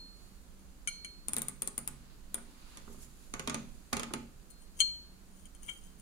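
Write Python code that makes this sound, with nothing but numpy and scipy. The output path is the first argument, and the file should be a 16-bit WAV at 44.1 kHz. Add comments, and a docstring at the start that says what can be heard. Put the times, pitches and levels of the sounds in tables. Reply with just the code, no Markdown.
"""A pistol slide and its barrel clink and scrape, turned in the hands over a wooden table in a quiet room.
Struck steel is a sum of decaying modes: the hands damp the slide while the barrel rings on at one note.
Sliding steel drives the same slide modes with random catches; skin on steel is coloured, grainy noise.
The wooden furniture creaks in dry ticks, each a filtered impulse with its scattering, over table-top modes.
The room answers with a near reflection and a decaying tail, over steady rumble, hiss and a faint drone."""
import sys
import numpy as np
from scipy import signal
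from scipy.fft import rfft, irfft, next_fast_len
from scipy.io import wavfile
from scipy.ndimage import uniform_filter1d

SR = 44100
rng = np.random.default_rng(int(sys.argv[2]) if len(sys.argv) > 2 else 0)


def wav_out(sig):
    """Save sig, one row per channel (or a flat mono array), as 16-bit PCM at SR to the path in sys.argv[1]."""
    wavfile.write(sys.argv[1], SR, np.round(np.clip(np.atleast_2d(sig).T, -1, 1) * 32767).astype(np.int16))


N = 265041
T = np.arange(SR * 3 // 4) / SR  # time axis of one event [s]

# Contacts of steel with steel: (time [s], relative blow [dB], place on the slide [0 nose - 1 flank],
# hardness [dB/octave], barrel ring [dB], barrel t60 [s])
CONTACTS = [(0.0, -70, 0.27, -6, -47.5, 0.83), (0.593, -65, 0.011, 3, -92, .4),
            (0.8742, -27.5, 0, -0.5, -51, 1.8), (0.8825, -42, 0.13, 8, -46.5, 2.3),
            (1.0464, -37, 0.15, -1, -46, 0.69), (4.503, -59, 0.57, 14.5, -63.5, 1.4),
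            (4.8035, -18, 0.94, 0, -23, 0.46), (5.455, -49.5, 0.49, 5, -82, .4),
            (5.549, -55, 0.5, 7.5, -73, 0.43), (5.689, -43, 0.47, -9, -62, .2)]
# Modes of the hand-held slide: (frequency [Hz], t60 before damping by contact [s],
# relative level struck at the nose [dB], relative level struck at the flank [dB], left-right difference [dB])
SLIDE_MODES = [(1427, 0.28, -17.5, -30.5, 0), (2263, 0.085, -1.5, -15.5, 9), (2896, 0.086, -15, -15.5, 1),
               (3143, 0.14, -10, 0, 16), (6350, 0.1, -3.5, -30, -6.5), (6530, 0.035, -41, 3.5, 3),
               (6870, 0.058, -16, -8, -12), (7780, 0.12, -31, -6, 6.5), (9134, 0.038, -1.5, -17.5, 40),
               (9030, 0.029, -1, -6.5, 30), (9710, 0.046, -3, -30, 21), (9850, 0.035, -35, -4, 20),
               (12250, 0.0308, -26, -22, 17), (15000, 0.034, -26, -20, 7)]
# Reverberation of the room: (frequency [Hz], t60 [s])
ROOM_DECAY = [(150, 0.53), (500, 0.45), (1500, 0.32), (4000, 0.47), (9000, 0.32), (15000, 0.23)]
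# Spectral shape of room and microphone noise: (frequency [Hz], relative level [dB])
AIR_COLOUR = [(20, 3.5), (35, -5), (60, -5.5), (96, -21), (190, -17), (285, -19.5), (480, -27.5),
              (850, -32.5), (1500, -33.5), (2100, -39), (4000, -44.5), (7000, -37.5), (11000, -41.5),
              (15000, -43.5)]
# Likeness of the air noise at the two ports: (frequency [Hz], left-right likeness [0-1])
AIR_LIKENESS = [(60, 0.51), (180, 0.83), (550, 0.39), (1650, 0.046), (15000, .05)]
# Balance of the air noise: (frequency [Hz], left-right difference [dB])
AIR_BALANCE = [(60, -7.5), (180, -5), (550, -1), (1650, -3), (4970, -4), (15000, 3)]
# Strokes of a finger along the steel: (time of the peak [s], level [dB], rise by 20 dB [s],
# release by 20 dB [s], share of fingertip squeak against flat skin [0-1])
FINGER_STROKES = [(.24, -66.5, 0.26, 0.46, 0.73), (2.12, -66.5, 0.54, 0.2, 0), (2.74, -59, 0.7, 0.47, .25),
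                  (2.93, -59, 0.11, 0.11, 1), (3.033, -52, 0.077, 0.063, 1), (3.25, -62.5, 0.6, 0.3, 0.84),
                  (3.75, -66, .6, 0.92, 0.74)]
# Spectral shape of flat skin rubbing: (frequency [Hz], relative level [dB])
FLAT_SKIN_COLOUR = [(600, -4), (1250, 2), (2000, -4), (2700, -1), (3400, -3), (4100, 0), (4800, -0.5),
                    (5500, -10.5), (7000, -15), (12000, -26)]
# Spectral shape of a squeaking fingertip: (frequency [Hz], relative level [dB])
FINGERTIP_COLOUR = [(1500, -11), (4500, -8.5), (5800, -6), (6900, 1.5), (8200, -4.5), (9800, -0.5),
                    (12000, -6.5), (15000, -14)]
# Slips of the wood joint: (time [s], relative strength [dB], brightness [0 woody - 1 snapping])
SLIPS = [(1.2837, -43, 0.93), (1.3335, -42.5, 0.97), (1.366, -40.5, 0.86), (1.3832, -44.5, 1),
         (1.4189, -44.5, 0.94), (1.4838, -44.5, 1), (1.6208, -43, 0.96), (1.675, -44, 0.96),
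         (1.779, -43, 0.95), (1.876, -43.5, 0.95), (2.3438, -42.5, 0.96), (2.772, -47.5, 0.27),
         (3.3384, -37.5, 0.057), (3.3954, -37.5, 0.06), (3.475, -33.5, 0.089), (3.497, -35.5, 0.13),
         (3.5443, -34.5, .24), (3.93, -30.5, 0.2), (3.9682, -36, 0.21), (3.9958, -36, 0.2),
         (4.0324, -38.5, 0.16), (4.137, -35, 0.22)]
# Spectral shape of the bright snap: (frequency [Hz], relative level [dB])
SNAP_COLOUR = [(5500, -25.5), (7000, -5), (8200, -9), (9200, 4), (9800, 9.5), (10300, 2.5), (11000, -6.5),
               (13000, -9.5), (14700, -8), (16000, -37)]
# Spectral shape of what lingers after a snap: (frequency [Hz], relative level [dB])
SNAP_RING_COLOUR = [(7000, -37.5), (8500, -12.5), (9100, -13.5), (9450, -6), (10000, -45), (12000, -49)]
# Spectral shape of the woody crack: (frequency [Hz], relative level [dB])
CRACK_COLOUR = [(1200, -27), (2200, 4), (2900, 1), (3400, 4), (4300, 0.5), (5000, -2), (6000, 0),
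                (6800, 7.5), (8200, -8.5), (10000, -28)]
# Spectral shape of the dull knock: (frequency [Hz], relative level [dB])
KNOCK_COLOUR = [(50, -23), (130, 2), (230, 5.5), (420, 1.5), (650, -2), (900, -2), (1200, 4), (1600, -3.5),
                (2400, -4), (5000, -38)]
# Modes of the table top: (frequency [Hz], t60 [s], relative level [dB])
TABLE_MODES = [(72.4, 0.28, -7), (138.2, 0.87, -6), (193.3, 0.35, -6), (231, 0.29, 3.5), (260, 0.27, -6.5),
               (403, 0.18, -3.5), (537.6, 0.23, -10), (871, 0.24, -9), (1214, 0.079, 3), (1455, 0.12, -4.5)]
# Dull shifts of the table: (time [s], relative level [dB], low-pass roll-off [Hz])
TABLE_SHIFTS = [(1.371, -35.5, 8000), (1.376, -40, 8000), (2.379, -37, 1980), (2.877, -37, 1200),
                (2.9, -39, 600), (2.945, -40, 750), (2.975, -45, 740), (3.9271, -28.5, 3460),
                (4.107, -28, 900), (4.156, -28, 260)]
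# Pushes of steel sliding on steel: (time of the peak [s], pressure [dB], rise by 20 dB [s],
# release by 20 dB [s], place on the slide [0 nose - 1 flank], hardness at the peak [dB/octave])
PUSHES = [(4.509, -64, 0.013, 0.026, 0.3, 11), (4.617, -63.5, 0.028, .06, 0.6, 6.5),
          (4.8, -38, 0.023, 0.0066, 0.85, 2), (5.395, -66, 0.13, .11, 0.74, 6.5),
          (5.633, -52.5, .02, 0.033, .7, 3), (5.68, -52.5, 0.066, 0.15, 0.7, 3),
          (5.693, -37.5, 0.037, 0.012, 0.6, -11.5), (5.845, -63.5, 0.086, 0.12, 0.79, 5.5),
          (5.998, -67, 0.029, .05, 0.64, 10.5)]

PIVOT_HZ = 4000  # hardness tilts the slide's spectrum about this frequency
BARREL_HZ, DRIFT_HZ = 4253, 1.09  # the barrel's note, and its difference between the ports
# as the barrel turns, its extra leftward balance dies away; a touch on the flank adds to it
SWING_S, SWING_DB, SWING_FLANK_DB = .045, 1, 20
GRAB_S = .004  # decay constant of the barrel's old note once a new contact stops it
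AIR_DB = -53
HOLD_DB, HOLD_TIP = -68.5, 0.44  # skin resting on the steel: level, fingertip share
SNAP_GAIN_DB, SNAP_RANGE_DB = 14.5, 23.5  # snap over the slip's strength; what full brightness adds
KNOCK_GAIN_DB, KNOCK_GROWS = 32, 1.226  # the knock grows faster than the slip's strength
LIGHT_HARDNESS_DB = 7  # per octave, for the lightest touch; each push moves it to its own peak hardness
TOP_HZ = 15700  # band limit of the microphones


def amp(db):
    """A level in decibels is 20 times the logarithm of the gain."""
    return 10 ** (np.asarray(db) / 20)


def unit(x):
    """Dividing by the root mean square gives unit effective amplitude."""
    return x / np.sqrt(np.mean(x ** 2) + 1e-20)


def fade(t, t60):
    """Exponential decay: the amplitude falls by 60 dB in t60."""
    return np.exp(-np.log(1000) * t / t60)


def pan(db):
    """Constant-power panning: left and right gains differ by db, positive to the left."""
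    gains = amp([db / 2, -db / 2])
    return unit(gains)[:, None]


def along(points, hz):
    """Interpolation of (frequency, value) points on a logarithmic frequency axis."""
    f, v = np.transpose(points)
    return np.interp(np.log(hz + 1), np.log(f), v)


def filtered(x, response):
    """Linear filtering: the spectrum is multiplied by a function of frequency."""
    n = x.shape[-1]
    m = next_fast_len(n + 8192)
    return irfft(rfft(x, m) * response(np.fft.rfftfreq(m, 1 / SR)), m)[..., :n]


def causal(points, size=1024):
    """Minimum phase: folding the cepstrum gives a causal impulse response, here of energy 1."""
    cepstrum = irfft(np.log(amp(along(points, np.fft.rfftfreq(size, 1 / SR)))))
    cepstrum[1:size // 2] *= 2
    cepstrum[size // 2 + 1:] = 0
    h = irfft(np.exp(rfft(cepstrum)))
    return h / np.linalg.norm(h)


def add(track, s, sound):
    """Superposition: a sound is summed into the track from time s."""
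    i = max(0, round(s * SR))
    track[:, i:i + sound.shape[-1]] += sound[:, :N - i]


def ports(x, lag_ms):
    """Difference of arrival time: the left microphone port hears the sound lag_ms after the right."""
    signs = np.array([[1], [-1]])
    return filtered(x, lambda hz: np.exp(-1j * np.pi * hz * lag_ms / 1000 * signs))


def mid_side_gains(likeness):
    """Coherence of two ports: the share of common and opposed sound sets their likeness."""
    turn = np.arccos(likeness) / 2
    return np.array([np.cos(turn), np.sin(turn)])


def room(x, wet_db, echo_db, echo_s):
    """Reverberation: one near wall reflection and a diffuse tail, alike at both ports in the bass."""
    hz, frame_s, z = signal.stft(rng.standard_normal((2, len(T))), SR, nperseg=256)
    decay = fade(frame_s, along(ROOM_DECAY, hz)[:, None])
    tail = signal.istft(z * decay, SR, nperseg=256)[1][:, :len(T)]
    tail *= 1 - np.exp(-T / 0.0026)
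    wall = rng.standard_normal((2, len(T))) * fade(abs(T - echo_s), 0.018)
    answer = amp(wet_db) * tail / np.linalg.norm(tail[0])
    answer = answer + amp(echo_db) * wall / np.linalg.norm(wall[0])
    mid, side = filtered(answer, lambda hz: mid_side_gains(1 / (1 + (hz / 400) ** 2)))
    response = np.array([mid + side, mid - side])
    return pan(-2) * signal.fftconvolve(x.mean(0)[None], response, axes=1)[:, :x.shape[-1]]


def strength(hz, nose, flank, place, hardness):
    """Modal excitation: where and how hard the parts touch sets the gain of a slide mode."""
    return amp(nose + place * (flank - nose) + hardness * np.log2(hz / PIVOT_HZ))


def barrel_note(db, t60, place):
    """A single damped mode: the barrel's note swings between the ports as it turns, drifting in phase."""
    side_db = 8.9 * place - 7 + (SWING_DB + SWING_FLANK_DB * place) * np.exp(-T / SWING_S)
    sides = np.array([[.5], [-.5]])
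    gains = amp(sides * side_db)
    gains = gains / np.sqrt(np.mean(gains ** 2, axis=0))
    note = np.sin(2 * np.pi * (BARREL_HZ + sides * DRIFT_HZ) * T)
    note = note * fade(T, t60) * (1 - np.exp(-T / 0.00058))
    return ports(amp(db) * gains * note, lag_ms=-0.2996)


def clinks():
    """Impact excitation: a contact rings the slide until the parts settle; the barrel holds its note."""
    out = np.zeros((2, N))
    settle = 1 / (1 + (T / 0.014) ** 4)
    band = signal.butter(2, [1400, 9000], "bandpass", fs=SR, output="sos")
    next_contacts = [row[0] for row in CONTACTS[1:]] + [N / SR]
    for (s, db, place, hardness, barrel_db, barrel_t60), next_s in zip(CONTACTS, next_contacts):
        ring = 0
        for hz, t60, nose, flank, side in SLIDE_MODES:
            mode = fade(T, t60) * np.sin(2 * np.pi * (hz * T + rng.random()))
            ring = ring + pan(side) * strength(hz, nose, flank, place, hardness) * mode
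        noise = rng.standard_normal((2, len(T))) * fade(T, 0.023)
        crack = amp(-1.1 - 9.9 * place) * signal.sosfilt(band, noise)
        # a faint part of the ring outlasts the settling
        hit = amp(db) * (ring * (settle + amp(-25.5)) + crack) * (1 - np.exp(-T / 0.00037))
        # the next contact stops the barrel's note
        free = np.exp(-np.maximum(s + T - next_s, 0) / GRAB_S)
        barrel = free * barrel_note(barrel_db, barrel_t60, place)
        answer = room(hit, wet_db=-9.5 - 3.7 * place, echo_db=-6.0, echo_s=0.0107)
        add(out, s, ports(hit, lag_ms=-0.291) + barrel + answer)
    return out


def air():
    """Stationary noise: partly coherent rumble and hiss, with a faint narrow-band drone."""
    def colour(hz):
        likeness = np.clip(along(AIR_LIKENESS, hz), 0, 1)
        return amp(along(AIR_COLOUR, hz)) * (hz > 15) * mid_side_gains(likeness)

    mid, side = filtered(rng.standard_normal((2, N)), colour)
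    signs = np.array([[1], [-1]])
    pair = filtered(np.array([mid + side, mid - side]),
                    lambda hz: amp(along(AIR_BALANCE, hz) * signs / 2))
    drone = unit(filtered(rng.standard_normal(N), lambda hz: 1 / (1 + ((hz - 190) / 6) ** 2)))
    return amp(AIR_DB) * unit(pair) + amp(-69.0) * drone


def swell(s, rise_s, release_s):
    """Exponential envelope: grows by 20 dB over rise_s to 1 at time s, drops as much over release_s."""
    t = np.arange(N) / SR - s
    return amp(-20 * np.maximum(-t / rise_s, t / release_s))


def fingers():
    """Friction noise: skin whispers along the slide in fine grains, swelling with each change of grip."""
    touches = [(amp(HOLD_DB), HOLD_TIP)]
    for s, db, rise, release, tip in FINGER_STROKES:
        touches.append((amp(db) * swell(s, rise, release), tip))
    # separate touches add in power
    flat_power = sum(gain ** 2 * np.clip(1 - tip, 0, 1) for gain, tip in touches)
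    tip_power = sum(gain ** 2 * np.clip(tip, 0, 1) for gain, tip in touches)
    out = 0
    for colour, power in ((FLAT_SKIN_COLOUR, flat_power), (FINGERTIP_COLOUR, tip_power)):
        grain_db = 0.99 * unit(uniform_filter1d(rng.standard_normal(N), size=200))
        grains = rng.standard_normal((2, N)) * amp(grain_db)
        rub = filtered(grains, lambda hz: amp(along(colour, hz)))
        out = out + np.sqrt(power) * unit(rub)
    return pan(-2.5) * out


def burst(colour, t60, scatter):
    """Impulse and scattering: a sharp impulse and its diffuse wake in wood, energy 1 in each channel."""
    common = rng.standard_normal(len(T))
    spread = (common + 0.96 * rng.standard_normal((2, len(T)))) * fade(T, t60)
    spread *= scatter / np.linalg.norm(spread[0])
    spread[:, 0] += 1
    x = signal.fftconvolve(spread, causal(colour)[None], axes=1)[:, :len(T)]
    return x / np.linalg.norm(x, axis=1, keepdims=True)


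def knock(db):
    """Plate response: the table top answers dully; its low modes grow more slowly than the thud."""
    body = amp(db) * burst(KNOCK_COLOUR, t60=0.064, scatter=3.1)
    modes = 0
    for hz, t60, level in TABLE_MODES:
        gain = amp(level + rng.normal(0, 0.46))
        modes = modes + gain * fade(T, t60) * np.sin(2 * np.pi * (hz * T + rng.random()))
    return pan(-2.5) * (body + amp(0.83 * db - 37.0) * modes * (1 - np.exp(-T / 0.0013)))


def creaks():
    """Stick-slip: each slip of the joint gives a bright snap, a woody crack and a knock."""
    out = np.zeros((2, N))
    for s, db, bright in SLIPS:
        snap_db = db + SNAP_GAIN_DB + SNAP_RANGE_DB * bright
        # the snap lies to the left, further when brighter; crack and knock lie to the right
        side = pan(2.6 * bright + 5)
        snap = amp(snap_db) * side * burst(SNAP_COLOUR, t60=0.0088, scatter=2.8)
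        ring = amp(snap_db - 10) * side * burst(SNAP_RING_COLOUR, t60=0.013, scatter=4.2)
        crack = amp(db + 23) * pan(-4.5) * burst(CRACK_COLOUR, t60=0.02, scatter=6.1)
        low = knock(db=KNOCK_GAIN_DB + KNOCK_GROWS * db)
        direct = ports(snap + ring + crack + low, lag_ms=-0.2084)
        snap_room = room(ring + amp(-11.5) * snap, wet_db=-3.5, echo_db=-0.5, echo_s=0.0093)
        crack_room = room(crack, wet_db=-7.5, echo_db=-7.5, echo_s=0.0065)
        low_room = room(low, wet_db=-3.5, echo_db=-17, echo_s=0.012)
        add(out, s, direct + snap_room + crack_room + low_room)
        # a faint, softer copy of the crack and ring begins 2 ms before each slip
        add(out, s - .002, amp(-17.5) * (crack + ring))
    return out + table_shifts()


def table_shifts():
    """Low-passed impact: each dull shift of the table is a knock with its treble rolled off."""
    out = np.zeros((2, N))
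    for s, db, soft_hz in TABLE_SHIFTS:
        low_pass = signal.butter(2, soft_hz, fs=SR, output="sos")
        low = signal.sosfilt(low_pass, knock(db=db + 13))
        add(out, s, low + room(low, wet_db=-5, echo_db=-10.5, echo_s=0.0079))
    return out


def scrape():
    """Frictional excitation: tiny catches of the sliding edges keep the slide's modes ringing."""
    # about 1500 catches a second
    catches = unit(rng.standard_normal(N) * (rng.random(N) < 1500 / SR))
    pushes = np.array([swell(s, rise, release) for s, _, rise, release, _, _ in PUSHES])
    _, db, _, _, place, peak_hardness = np.transpose(PUSHES)
    # the firmest push decides where and how hard the edges touch
    forces = amp(db)[:, None] * pushes
    firmest = forces.argmax(0)
    push = pushes[firmest, np.arange(N)]
    hardness = LIGHT_HARDNESS_DB + push * (peak_hardness[firmest] - LIGHT_HARDNESS_DB)
    catches = catches * forces.max(0)
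    out = np.zeros((2, N))
    for hz, t60, nose, flank, side in SLIDE_MODES:
        # pressed together, the parts ring shorter
        mode = fade(T, t60 / 2) * np.sin(2 * np.pi * hz * T)
        drive = amp(-3.5) * catches * strength(hz, nose, flank, place[firmest], hardness)
        out += pan(side) * signal.fftconvolve(drive, mode / np.linalg.norm(mode))[:N]
    return ports(out, lag_ms=-0.34) + room(out, wet_db=-9.5, echo_db=-13.0, echo_s=0.015)


def scene():
    """Superposition of steel, air, skin and wood, with the room's answers."""
    return clinks() + air() + fingers() + creaks() + scrape()


def record(dry):
    """Band limitation: the response of the microphones falls very steeply above TOP_HZ."""
    return filtered(dry, lambda hz: 1 / np.sqrt(1 + (hz / TOP_HZ) ** 120))


dry = scene()
out = record(dry)
wav_out(out)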